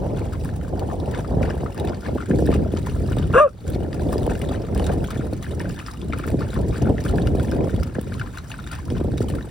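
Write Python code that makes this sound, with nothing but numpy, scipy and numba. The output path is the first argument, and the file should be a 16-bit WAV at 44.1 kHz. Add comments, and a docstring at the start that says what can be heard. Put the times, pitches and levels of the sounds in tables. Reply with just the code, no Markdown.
"""Wind buffets the microphone from the start: a deep rumble, fluttering eddies and a few hard thumps.
Several dogs lap milk from a plastic tub outdoors: shaped noise and small bubbles splash, bigger bubbles
plop, and short cracks of noise with tiny ringing bubbles make the tongues smack.
One dog yelps once, built from wavering overtones and rasping noise, loud enough to push the
camera's limiter down for a moment. Faint outdoor noise and echoes surround it all."""
import sys
import numpy as np
from scipy import signal
from scipy.fft import rfft, irfft, next_fast_len
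from scipy.io import wavfile
from scipy.ndimage import uniform_filter1d, minimum_filter1d, map_coordinates
from numba import njit

SR = 44100
rng = np.random.default_rng(int(sys.argv[2]) if len(sys.argv) > 2 else 0)


def put_to_file(sound):
    """Save the sound as 16-bit audio at rate SR, in the file named by the first command-line argument."""
    columns = np.atleast_2d(sound).T  # one column per channel
    safe = np.clip(columns, -1, 1)
    whole_steps = np.round(safe * 32767)
    wavfile.write(sys.argv[1], SR, whole_steps.astype(np.int16))


N = 418950
TIME = np.arange(N) / SR

# Levels in the tables are relative: each source adds its own trim.
# gusts on the microphone: (t/s, length/s, rise/s, rumble level/dB, buffet level/dB)
GUSTS = [(-0.08, 0.25, 0.07, -27.5, -28), (0.182, 0.47, 0.021, -28, -37), (0.657, 0.54, 0.07, -28, -29.5),
         (1.244, 0.17, 0.12, -20.5, -23.5), (1.45, 0.2, 0.034, -29.5, -31), (1.75, 0.15, 0.059, -28, -27.5),
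         (2.043, 0.051, 0.1, -22.5, -22), (2.271, 0.345, 0.038, -21.5, -22),
         (2.68, 0.037, 0.25, -11.5, -18), (2.78, 0.55, 0.24, -23.5, -29.5), (3.612, 0.24, 0.096, -28, -28),
         (3.874, 0.46, 0.14, -26, -26.5), (4.394, 0.16, 0.034, -26, -28.5), (4.588, 0.41, 0.18, -23.5, -26),
         (5.113, 0.24, 0.051, -28.5, -32.5), (5.435, 0.26, 0.075, -29, -32), (5.93, 0.24, 0.16, -30, -30.5),
         (6.233, 0.2, 0.051, -24, -28.5), (6.526, 0.19, 0.039, -23.5, -27.5),
         (6.782, 0.13, 0.056, -21, -22.5), (7.041, 0.38, 0.019, -22, -25.5),
         (7.441, 0.19, 0.091, -23.5, -22.5), (7.697, 0.11, 0.062, -22.5, -28.5),
         (7.943, 0.019, 0.021, -32, -30.5), (8.026, 0.19, 0.027, -29.5, -37.5),
         (8.442, 0.61, 0.43, -33.5, -47), (8.794, 0.42, 0.17, -26.5, -29.5), (9.213, 0.15, 0.1, -28, -30)]
CALM_RUMBLE_DB, CALM_BUFFET_DB = -37, -47.5  # the breeze between gusts
GUST_FALL_S = 0.087
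# size of the eddies as the camera turns in the wind: (t/s, corner f/Hz before each gust shifts it)
EDDY_TONE = [(0, 880), (1.8, 900), (2.3, 480), (4.9, 735), (6, 456), (7.1, 627), (8.4, 498), (9.5, 523)]
# single hard eddies: (t/s, level/dB, sharpness f/Hz, which scales the opening pitch sweep)
WIND_THUMPS = [(1.369, -12.5, 320), (1.567, -22.5, 540), (1.633, -18.5, 643), (2.085, -20, 320),
               (2.304, -7, 280), (2.345, -12.5, 297), (2.423, -9.5, 420), (2.489, -8.5, 437),
               (2.737, -12, 362), (3.168, -17.5, 579), (3.197, -13.5, 260), (4.064, -13, 266),
               (4.156, -18, 546), (4.276, -12, 547), (4.491, -20, 527), (5.166, -17, 230),
               (5.193, -14, 248), (5.327, -15.5, 416), (6.342, -9.5, 367), (6.817, -18, 333),
               (6.898, -11, 366), (7.349, -12, 423), (7.74, -15, 234), (7.984, -14.5, 448),
               (8.921, -15, 302), (9.011, -14.5, 370), (9.045, -15.5, 414), (9.205, -11, 347)]
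# tone of the deep wind: (f/Hz, level/dB)
RUMBLE_TONE = [(15, -52), (28, -35), (40, -11), (52, -3.5), (75, -1), (110, -5), (160, -9), (300, -22),
               (800, -88)]
# tone of the distant outdoor noise: (f/Hz, level/dB)
AIR_TONE = [(30, -14), (70, 3.5), (200, -2), (500, -5), (1000, -14), (2500, -24), (6000, -27),
            (16000, -34.5)]

# a tongue plunges in, traps a bubble and stirs the milk:
# (t/s, plop level/dB, bubble f/Hz, slosh level/dB, spray level/dB)
LAPS = [(0.187, -36, 2380, -47.5, -53.5), (0.324, -35, 1380, -48, -55.5), (0.457, -33, 1030, -58, -50.5),
        (0.491, -31, 1500, -49, -64), (0.612, -37, 1220, -51.5, -61), (0.9, -30, 1026, -66, -62),
        (0.913, -27, 1020, -57, -54), (1.059, -38, 2540, -49.5, -51), (1.14, -29.5, 1530, -42, -55),
        (1.197, -30, 1450, -48, -51), (1.247, -27.5, 1130, -65, -71), (1.437, -44, 1100, -40.5, -54),
        (1.492, -26, 1020, -45, -53), (1.662, -24.5, 1140, -67, -55), (1.777, -31, 1520, -44, -66),
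        (1.874, -36, 2230, -46.5, -68), (1.933, -32.5, 1320, -52, -74), (2.05, -43, 1650, -42, -53),
        (2.184, -29, 1080, -45, -57), (2.204, -39, 1140, -50, -56), (2.224, -27, 1247, -59, -61),
        (2.312, -25, 1510, -47, -53), (2.4, -44, 1500, -52, -47), (2.474, -27, 1560, -45, -52),
        (2.527, -34, 1100, -41.5, -50), (2.766, -30, 1180, -47, -50.5), (2.864, -35, 1030, -46, -53),
        (2.884, -34, 1249, -46.5, -49), (2.962, -33, 1180, -65, -54.5), (3.088, -31.5, 1070, -51, -49),
        (3.121, -31, 1280, -49, -62), (3.17, -31, 1090, -42, -49.5), (3.302, -40, 1550, -46, -53),
        (3.704, -43, 1330, -52, -50), (3.93, -32, 1740, -55, -58), (3.996, -32.5, 1420, -53, -54),
        (4.075, -47, 1380, -64, -51.5), (4.129, -21.5, 1032, -48, -46.5), (4.297, -28, 1340, -44.5, -49),
        (4.317, -28, 1570, -58, -62), (4.354, -29, 1380, -67, -68), (4.416, -26.5, 1970, -49, -50.5),
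        (4.496, -38, 1090, -46, -48), (4.531, -44, 1360, -43, -53), (4.686, -33, 1140, -90, -69),
        (4.778, -40, 1280, -46, -54), (4.869, -38, 1260, -45, -44.5), (4.894, -28, 1430, -46, -64),
        (4.914, -33, 1050, -59, -65), (5.043, -29, 1340, -52, -47), (5.105, -34, 1300, -41, -52),
        (5.146, -38, 1800, -55, -65), (5.21, -30, 1210, -53, -51.5), (5.444, -34, 1740, -47, -50.5),
        (5.466, -30, 1480, -55, -47.5), (5.603, -24.5, 1680, -45, -58), (5.656, -28, 1400, -56, -63),
        (5.7, -32, 1430, -49.5, -48.5), (5.791, -36, 1400, -44, -59), (5.884, -23.5, 1160, -47, -49),
        (6.126, -21.5, 2070, -54, -60), (6.134, -18.5, 1206, -48, -62), (6.193, -26.5, 1140, -49.5, -66),
        (6.239, -24, 1220, -43.5, -51), (6.278, -28.5, 1190, -54, -51), (6.419, -26.5, 1260, -41.5, -51.5),
        (6.533, -29, 1310, -42, -48.5), (6.562, -25, 1020, -63, -65), (6.741, -53, 1346, -41.5, -46.5),
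        (6.807, -45, 1486, -47.5, -52), (6.856, -29, 1300, -55, -66), (6.872, -26.5, 1280, -62, -88),
        (6.982, -25.5, 1750, -48, -56), (7.063, -27, 1450, -40.5, -44), (7.184, -22, 1510, -61, -50.5),
        (7.272, -28.5, 1255, -59, -70), (7.398, -26.5, 1295, -47, -47), (7.485, -33, 2070, -50, -51.5),
        (7.521, -25, 1400, -48, -64), (7.608, -33.5, 2150, -47.5, -74), (7.695, -33, 1330, -44.5, -50.5),
        (7.828, -28, 1200, -50, -60), (7.953, -28, 1480, -48.5, -60), (8.123, -29.5, 1450, -47, -51),
        (8.197, -26, 1460, -64, -65), (8.214, -20, 1330, -52, -66), (8.262, -34, 1150, -49, -62),
        (8.345, -47, 1281, -45.5, -53), (8.388, -30, 1220, -64, -65), (8.472, -44, 1200, -60, -63),
        (8.517, -25.5, 2490, -45.5, -50), (8.541, -27.5, 1410, -59, -60), (8.59, -27.5, 1270, -65, -71),
        (8.666, -33, 1320, -54, -55), (8.729, -27, 1370, -40, -46.5), (8.952, -35, 1340, -44, -52),
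        (9.218, -30, 1230, -56, -47.5), (9.3, -51, 1500, -48.5, -50), (9.338, -32, 1020, -60, -64),
        (9.385, -30, 1220, -57, -55), (9.41, -32, 1600, -59, -68)]
# tone of the stirred milk: (f/Hz, level/dB)
SLOSH_TONE = [(350, -28), (750, 2), (1300, 0.5), (2000, -4), (3000, -7.5), (4500, -12.5), (8000, -23),
              (16000, -53)]
# tone of the fine spray: (f/Hz, level/dB)
SPRAY_TONE = [(1500, -16), (3000, 2.5), (4600, -2), (6500, -3), (9000, 0.5), (12000, -5), (16000, -6)]
SLOSH_RISE_S, SLOSH_HOLD_S, SLOSH_FALL_S = 0.017, 0.0053, 0.054
SPRAY_RISE_S, SPRAY_HOLD_S, SPRAY_FALL_S = 0.053, 0.011, 0.07
REST_SLOSH_DB, REST_SPRAY_DB = -56.5, -58.5  # the milk between laps
# the hollow left by the tongue closes with a weaker pop: average delay, and level against the plop
AFTER_POP_S, AFTER_POP_DB = .007, -12
# the mouth rings above each plop: pitch ratio and level
MOUTH_RATIO, MOUTH_DB = 1.55, -13

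# the loudest wet smacks of lips and tongues: (t/s, level/dB, ring f/Hz, fine spit level/dB)
WET_SMACKS = [(0.4473, -30, 8820, -38), (0.794, -27, 4300, -44), (1.5, -27.5, 5000, -59),
              (1.7449, -54, 2820, -43), (1.777, -29, 4650, -45), (1.798, -26, 3670, -41),
              (1.8498, -34, 3860, -42), (1.8733, -25, 3420, -51), (1.894, -28, 4900, -57),
              (1.945, -28.5, 4400, -67), (2.4635, -30, 3600, -37), (2.771, -22.5, 3000, -60),
              (2.954, -45, 4620, -43.5), (3.1847, -24, 3600, -40), (3.679, -27, 7100, -42),
              (3.701, -37, 10000, -36), (3.7458, -27, 4080, -59), (3.929, -27, 4600, -65),
              (4.128, -42, 9200, -33), (4.1804, -24, 4770, -46), (4.231, -28.5, 3560, -43),
              (4.2645, -27, 3000, -37), (4.3522, -29, 2700, -51), (4.3914, -39, 4850, -40),
              (4.417, -24, 2800, -38), (4.748, -26.5, 4970, -38.5), (4.777, -28, 2970, -39),
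              (4.7959, -22.5, 2930, -43), (4.842, -25, 3680, -41), (4.866, -23.5, 3560, -48),
              (5.0424, -37, 3030, -42), (5.105, -27, 4470, -38), (5.333, -28, 4200, -44),
              (5.5957, -24, 5230, -46), (5.7902, -23.5, 2820, -46), (5.8627, -23, 5060, -63),
              (6.015, -30, 3340, -58), (6.133, -28, 2650, -57), (6.1857, -30.5, 2930, -38),
              (6.266, -45, 3850, -38), (6.3025, -35, 3830, -40), (6.5424, -31, 3420, -39),
              (7.039, -26.5, 5030, -39), (7.219, -27, 3600, -54), (7.271, -20, 2800, -45.5),
              (7.397, -28.5, 3260, -54), (7.5136, -24.5, 5100, -40), (7.762, -29, 3240, -46),
              (7.8325, -22, 5100, -38), (8.012, -35, 3360, -36), (8.14, -27, 4000, -51),
              (8.196, -26, 2850, -49), (8.3835, -24.5, 3960, -50), (8.518, -29, 2510, -47),
              (8.6732, -26, 3500, -47), (8.902, -25, 3170, -47), (9.179, -22, 3680, -43),
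              (9.2997, -28, 4100, -41)]
# tone of the crack in each smack: (f/Hz, level/dB)
SMACK_TONE = [(400, -17), (1300, 6.5), (3500, 0.5), (6500, -2.5), (10000, -12), (16000, -25)]

# the yelp: (t/s, pitch f/Hz, effort level/dB, roughness/0-1, overtone lift by the open mouth/dB)
YELP_SHAPE = [(3.333, 430, -38, .9, 2), (3.338, 440, -18, .8, 8), (3.348, 462, -8, .7, 4),
              (3.356, 475, -2, .58, -1), (3.365, 495, 1, .48, -4), (3.375, 511, -2, .52, 0),
              (3.384, 545, -2, .42, 6), (3.392, 548, -5, .45, 9), (3.399, 550, -1, .38, 5),
              (3.407, 598, 3, .18, -1), (3.416, 606, .5, .08, 2), (3.432, 606, .5, .06, -1),
              (3.446, 581, 0, .05, -4), (3.456, 559, 0, .05, -9), (3.466, 536, -3, .02, -15),
              (3.473, 506, -9, .15, -11), (3.479, 440, -21, .45, 3), (3.495, 420, -36, .7, 0)]
# resonances of the dog's throat: (f/Hz, level/dB)
THROAT_TONE = [(250, -52), (450, -4), (620, -5.5), (900, -32), (1130, -8), (1250, -6), (1400, -14.5),
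               (1610, -16), (1750, -31), (2150, -41), (2400, -31.5), (2680, -22.5), (3000, -43),
               (3500, -41), (4300, -63), (6000, -50), (9000, -50), (16000, -72)]
HALF_TONE_DB, RASP_DB = -2, -8.5  # scaled further by the roughness

# the yard's answer: (f/Hz, time to fade by 60 dB/s)
YARD_FADE = [(200, .22), (1500, .11), (10000, .042)]
# walls that return the yelp: (delay/s, level/dB)
WALL_ECHOES = [(.021, -29), (.046, -36)]
# where the tub sits: (f/Hz, left minus right level/dB)
TUB_SIDE = [(300, 1), (1200, 5), (2400, 5.5), (4400, 2.5), (8000, .2)]
# stereo widening: (f/Hz, angle by which left leads/rad)
STEREO_PHASE = [(0, 0), (330, -.1), (520, -.8), (900, -1.2), (1200, -.6), (1700, 0), (2300, .5),
                (2900, 1.1), (3500, .3), (5200, 0), (6200, -1.3), (6800, -2.7), (7400, -4.9), (8400, -6.1),
                (9500, -6.5), (11200, -8.8), (12900, -9.9), (14200, -11.9), (15200, -12.6)]
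TOP_HZ = 15950  # nothing is kept above this


def amp(db):
    """Decibels to gain."""
    return 10 ** (np.asarray(db) / 20)


def unit(x):
    """Scale x to an rms (average strength) of 1."""
    return x / np.sqrt(np.mean(x ** 2) + 1e-20)


def levelled(x, seconds):
    """Even out x so that its running rms stays at 1."""
    power = np.abs(uniform_filter1d(x ** 2, max(int(seconds * SR), 2)))
    return x / np.sqrt(power + 1e-12)


def along(points, hz):
    """Read (f/Hz, value) points at any frequency, on a log axis."""
    f, v = np.transpose(points)
    return np.interp(np.log(hz + 1), np.log(f + 1), v)


def curves(rows):
    """One value per sample for each column after the time."""
    s, *cols = np.transpose(rows)
    return [np.interp(TIME, s, c) for c in cols]


def wobble(rate):
    """A smooth random curve, with rate random points a second."""
    return map_coordinates(rng.standard_normal(int(N * rate / SR) + 4), [TIME * rate])


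def filtered(x, response):
    """Change the strength and phase of each frequency in x."""
    m = next_fast_len(N + SR // 2)
    return irfft(rfft(x, m) * response(np.fft.rfftfreq(m, 1 / SR)), m)[..., :N]


def coloured(x, spectrum):
    """Shape x by a tone table, at an rms of 1."""
    return unit(filtered(x, lambda hz: amp(along(spectrum, hz))))


def add(track, s, sound):
    """Mix a sound into a track at time s."""
    part = track[max(round(s * SR), 0):][:len(sound)]
    part += sound[:len(part)]


def gusting(levels_db, calm_db):
    """Wind level in dB: each gust builds, holds and dies away over a light breeze."""
    power = np.full(N, amp(calm_db) ** 2)
    for (s, length, rise, *_), db in zip(GUSTS, levels_db):
        # a gust that began before the start is joined part-way
        t = np.arange(int((length + 5 * GUST_FALL_S) * SR)) / SR - min(s, 0)
        build = np.minimum(t / max(rise, .005), 1)
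        fade = np.exp(-np.maximum(t - length, 0) / GUST_FALL_S)
        add(power, s, (amp(db) * build * fade) ** 2)
    return 10 * np.log10(power)


@njit
def moving_lowpass(x, step, damping):
    """Two resonant low-passes in a row, with a corner that moves."""
    out = np.zeros(len(x))
    a = da = b = db = 0.0
    for i in range(len(x)):
        da += step[i] * (x[i] - a - damping * da)
        a += step[i] * da
        db += step[i] * (a - b - damping * db)
        b += step[i] * db
        out[i] = b
    return out


def eddies(buffet_db, corner_hz, db_per_octave, lump_db):
    """Lumpy turbulence: a harder gust sheds smaller eddies and so sounds brighter."""
    lumps = wobble(110)
    octaves = (buffet_db + 25.0) / db_per_octave + 0.23 * lumps
    corner = np.clip(corner_hz * 2 ** octaves, 150, 1100)
    noise = rng.standard_normal(N) * amp(lump_db * lumps)
    flow = moving_lowpass(noise, 2 * np.pi * corner / SR, 1.31)

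    def band(hz):
        low_cut = (1j * hz / (95 + 1j * hz)) ** 3
        return low_cut / (1 + 1j * hz / 320) / (1 + (hz / 1080) ** 8)

    return levelled(filtered(flow, band), seconds=0.11)


def thumping():
    """Hard eddies: each is one sharp push that slackens into a slow swing."""
    track, t = np.zeros(N), np.arange(SR // 25) / SR
    swell = (1 - np.exp(-t / 0.0015)) ** 2 * np.exp(-t / 0.0058)
    for s, db, hz in WIND_THUMPS:
        pitch = rng.uniform(80, 108) + 1.79 * hz * np.exp(-t / 0.00367)
        turns = np.cumsum(pitch) / SR
        add(track, s, amp(db + 7.0) * np.sin(2 * np.pi * turns) * swell)
    return track


def wind():
    """Air pressing on the microphone: rumble, eddies and thumps, mostly shared by both channels."""
    *_, rumbles, buffets = np.transpose(GUSTS)
    rumble_db = gusting(rumbles, CALM_RUMBLE_DB) - 0.66 + wobble(13)
    buffet_db = gusting(buffets, CALM_BUFFET_DB) + 0.11 + 0.89 * wobble(20)
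    corner_hz = curves(EDDY_TONE)[0]
    rumble, buffet = [], []
    for layer in range(2):  # first the shared wind, then the difference between the channels
        deep = levelled(coloured(rng.standard_normal(N), RUMBLE_TONE), seconds=0.095)
        rumble.append(amp(rumble_db + 1.5) * deep)
        flow = eddies(buffet_db, corner_hz, db_per_octave=45, lump_db=2.5)
        buffet.append(amp(buffet_db + 0.5) * flow)
    mid = rumble[0] + buffet[0] + thumping()
    side = amp(-12.5) * rumble[1] + amp(-8.0) * buffet[1]
    return np.array([mid + side, mid - side])


def distant_air():
    """Faint steady outdoor noise, partly shared by the channels and partly their own."""
    noise = rng.standard_normal(N) + 1.25 * rng.standard_normal((2, N))
    return amp(-47.0) * coloured(noise, AIR_TONE)


def bubble(t, hz, cycles, rise):
    """A bubble swells and rings for a few cycles, its pitch rising as it nears the surface."""
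    age = t * hz / cycles
    ring = np.sin(2 * np.pi * hz * t * (1 + rise * age / (1 + age)))
    return 1.3 * ring * np.exp(-age) * (1 - np.exp(-(3 * age) ** 2))


def bubbles(count, centre_hz, spread, cycles, scatter_db, size):
    """A cloud of bubbles of random time, pitch and strength, each size samples long."""
    when, pitch, strength = rng.random((count, 3)).T
    hz = np.clip(centre_hz * np.exp(spread * np.log(pitch / (1 - pitch))), 500, 15500)
    gain = amp(scatter_db * np.minimum(-np.log(1 - strength), 4))
    rings = gain[:, None] * bubble(np.arange(size) / SR, hz[:, None], cycles, rise=0.055)
    index = (when * N).astype(int)[:, None] + np.arange(size)
    return np.bincount(index.ravel(), rings.ravel(), N)[:N]


def slaps(count, scatter_db, decay):
    """Loudness of many little wet slaps, each sudden and quickly gone."""
    when, strength = rng.random((count, 2)).T
    gain = amp(scatter_db * np.minimum(-np.log(1 - strength), 3))
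    blows = np.bincount((when * N).astype(int), gain, N)
    t = np.arange(SR // 25) / SR
    shape = np.exp(-t / decay) * (1 - np.exp(-t / 0.0021)) ** 2
    return unit(signal.fftconvolve(blows, shape)[:N])


def stirring(levels_db, rest_db, rise, hold, fall):
    """Gain of the wash: it swells as a tongue comes down and settles after the plunge."""
    power = np.full(N + SR, amp(rest_db) ** 2)
    t = np.arange(SR) / SR - .5  # half a second of room before each plunge
    surge = np.exp(np.minimum(t, 0) / rise - np.maximum(t - hold, 0) / fall)
    for (s, *_), db in zip(LAPS, levels_db):
        add(power, s, (amp(db) * surge) ** 2)
    return np.sqrt(power[SR // 2:][:N])


def wide_noise():
    """Noise from a spread-out source: mostly the same in both channels, partly their own."""
    return unit(rng.standard_normal(N) + .55 * rng.standard_normal((2, N)))


def splashing():
    """Stirred milk swells with every lap; little slaps accent its slosh and spray together."""
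    *_, slosh_db, spray_db = np.transpose(LAPS)
    sloshing = stirring(slosh_db, REST_SLOSH_DB, SLOSH_RISE_S, SLOSH_HOLD_S, SLOSH_FALL_S)
    spraying = stirring(spray_db, REST_SPRAY_DB, SPRAY_RISE_S, SPRAY_HOLD_S, SPRAY_FALL_S)
    hits = slaps(count=420, scatter_db=4.2, decay=0.0048)
    froth = unit(bubbles(count=2200, centre_hz=1830, spread=0.28, cycles=3.6, scatter_db=3.2, size=600))
    slosh = coloured(.6 * froth + wide_noise(), SLOSH_TONE)
    slosh = slosh * (0.78 + 0.46 * hits) * amp(2.1 * wobble(45))
    fizz = unit(bubbles(count=2600, centre_hz=6700, spread=0.3, cycles=6, scatter_db=2, size=450))
    spray = coloured(fizz + 1.23 * wide_noise(), SPRAY_TONE)
    spray = spray * (0.55 + 0.77 * hits) * amp(0.94 * wobble(220))
    wash = amp(4.0) * sloshing * levelled(slosh, seconds=0.145)
    return wash + amp(1.16) * spraying * levelled(spray, seconds=0.11)


def plops():
    """A tongue slaps in and traps a big bubble that rings a few cycles; a weaker pop follows."""
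    rings, splash, t = np.zeros(N), np.zeros(N), np.arange(SR // 12) / SR
    burst = (1 - np.exp(-t / 0.0008)) * np.exp(-t / 0.008)
    for (s, db, hz, *_), (life, pitch, lag) in zip(LAPS, rng.random((len(LAPS), 3))):
        cycles = 3.4 + 1.5 * life + 1.6 * amp(db + 20)  # louder bubbles ring longer
        age = t * hz / cycles
        turn = 2 * np.pi * hz * t * (1 + .07 * np.minimum(age, 2))
        tone = np.sin(turn) + amp(MOUTH_DB) * np.sin(MOUTH_RATIO * turn)
        body = 1.3 * (1 - np.exp(-4 * age)) * np.exp(-age ** 1.7) * tone
        add(rings, s - .001, amp(db) * body)
        pop = bubble(t, hz * (1 + .5 * pitch), cycles=2.9, rise=0.053)
        add(rings, s + AFTER_POP_S * (.5 + lag), amp(db + AFTER_POP_DB) * pop)
        add(splash, s - .002, amp(db - 16.0) * burst)
    return rings + splash * coloured(rng.standard_normal(N), SLOSH_TONE)


def smacks():
    """A wet smack: a short crack of noise, a tiny ringing bubble and a spit of droplets."""
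    rings, cracks, spits = np.zeros((3, N))
    t = np.arange(SR // 20) / SR
    snap = np.exp(-np.abs(t - .01) / 0.00089)
    trail = np.exp(-np.abs(t - .014) / 0.007)
    for s, db, hz, spit_db in WET_SMACKS:
        add(rings, s, amp(db - 5) * bubble(t, hz, cycles=6.5, rise=0.04))
        add(cracks, s - .0085, amp(db - 10.5) * (snap + 0.28 * trail))
        add(spits, s - .0085, amp(spit_db + 4.5) * (snap + 0.069 * trail))
    crack = coloured(rng.standard_normal(N), SMACK_TONE)
    spit = coloured(rng.standard_normal(N), [(4000, -30), (9000, -3), (16000, -9)])
    return rings + cracks * crack + spits * spit


def yelp():
    """Vocal folds beat unevenly at half pitch as it rises, clear into a whine, fall and break off."""
    on = (TIME > YELP_SHAPE[0][0]) & (TIME < YELP_SHAPE[-1][0])
    hz, effort_db, rough, mouth_db = [c[on] for c in curves(YELP_SHAPE)]
    shaky_hz = hz * (1 + (.005 + .05 * rough) * wobble(700)[on])
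    phase = 2 * np.pi * np.cumsum(shaky_hz) / SR
    k = np.arange(2, 41)[:, None] / 2  # multiples of the pitch, in half steps
    # tones halfway between the overtones sound only while the voice is rough
    weight = np.where(k % 1, amp(HALF_TONE_DB) * rough * (k > 2), 1)
    # every tone flutters on its own in level and phase
    flutter = np.array([wobble(260)[on] for tone in k])
    drift = np.array([wobble(220)[on] for tone in k])
    smear = (.1 + .4 * rough) * np.minimum(k - 1, 4) * drift  # higher tones stray more
    # the overtones fade as the mouth closes, and the high ones as the voice clears
    octaves_up = np.log2(np.minimum(k, np.where(mouth_db < 0, 3, 2)))
    dull_db = mouth_db * octaves_up ** (2 - 2 * rough) - 2.5 * (1 - rough) * (k > 3)
    dull_db = np.maximum(dull_db, -20)
    tone_db = along(THROAT_TONE, k * hz) + dull_db + 4.5 * rough * flutter
    folds = (weight * amp(tone_db) * np.sin(k * phase + smear)).sum(axis=0)
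    # rasping noise pulses at a third of the pitch
    rasp = coloured(rng.standard_normal(N), THROAT_TONE)[on] * (1 + .6 * np.cos(phase / 3))
    voice = np.zeros(N)
    mix = np.sqrt(1 - rough ** 2) * folds + amp(RASP_DB) * (rough + .03) * rasp
    voice[on] = amp(effort_db) * mix
    return amp(0.2) * voice


def yard(x):
    """The faint answer of the ground and walls: fading noise, different in each channel."""
    hz, t, z = signal.stft(rng.standard_normal((2, SR // 3)), SR, nperseg=256)
    fade = amp(-60 * t / along(YARD_FADE, hz)[:, None])
    tail = signal.istft(z * fade, SR, nperseg=256)[1]
    return signal.fftconvolve(np.atleast_2d(x), tail / np.linalg.norm(tail[0]), axes=1)[:, :N]


def walls(x):
    """A few separate reflections, duller than the sound itself."""
    def response(hz):
        echoes = sum(amp(db) * np.exp(-2j * np.pi * hz * s) for s, db in WALL_ECHOES)
        return echoes / (1 + (hz / 2500) ** 2)

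    return filtered(x, response)


def scene():
    """The tub a little to the left, the yelp nearly ahead, wind right on the microphone."""
    sides = np.array([[.5], [-.5]])  # left, right
    blow, air = wind(), distant_air()
    drinking, dog = splashing() + plops() + smacks(), yelp()
    tub = filtered(drinking, lambda hz: amp(sides * along(TUB_SIDE, hz)))
    direct = dog * amp(1.8 * sides) + tub
    dog_echo = yard(amp(-24) * dog) + walls(dog)
    sound = direct + yard(amp(-9.5) * drinking) + dog_echo + air + blow
    # the two channels are out of step by an angle that changes with frequency
    return filtered(sound, lambda hz: np.exp(1j * sides * np.interp(hz, *np.transpose(STEREO_PHASE))))


def limiter(x, top_db, hold, release_db):
    """The gain drops at a loud peak, holds, then climbs back at release_db a second."""
    need = np.minimum(top_db - 20 * np.log10(np.abs(x).max(axis=0) + 1e-9), 0)
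    half = int(hold * SR / 2)
    held = minimum_filter1d(need, 2 * half + 1, origin=half)
    gain_db = np.minimum.accumulate(held - release_db * TIME) + release_db * TIME
    # smooth the gain so that it eases down just before the peak
    return x * amp(uniform_filter1d(minimum_filter1d(gain_db, size=129), size=129))


def record(dry):
    """The camera limits loud peaks and keeps nothing above its band limit."""
    limited = limiter(dry, top_db=-1.0, hold=0.17, release_db=68)
    return filtered(limited, lambda hz: hz < TOP_HZ)


dry = scene()
out = record(dry)
put_to_file(out)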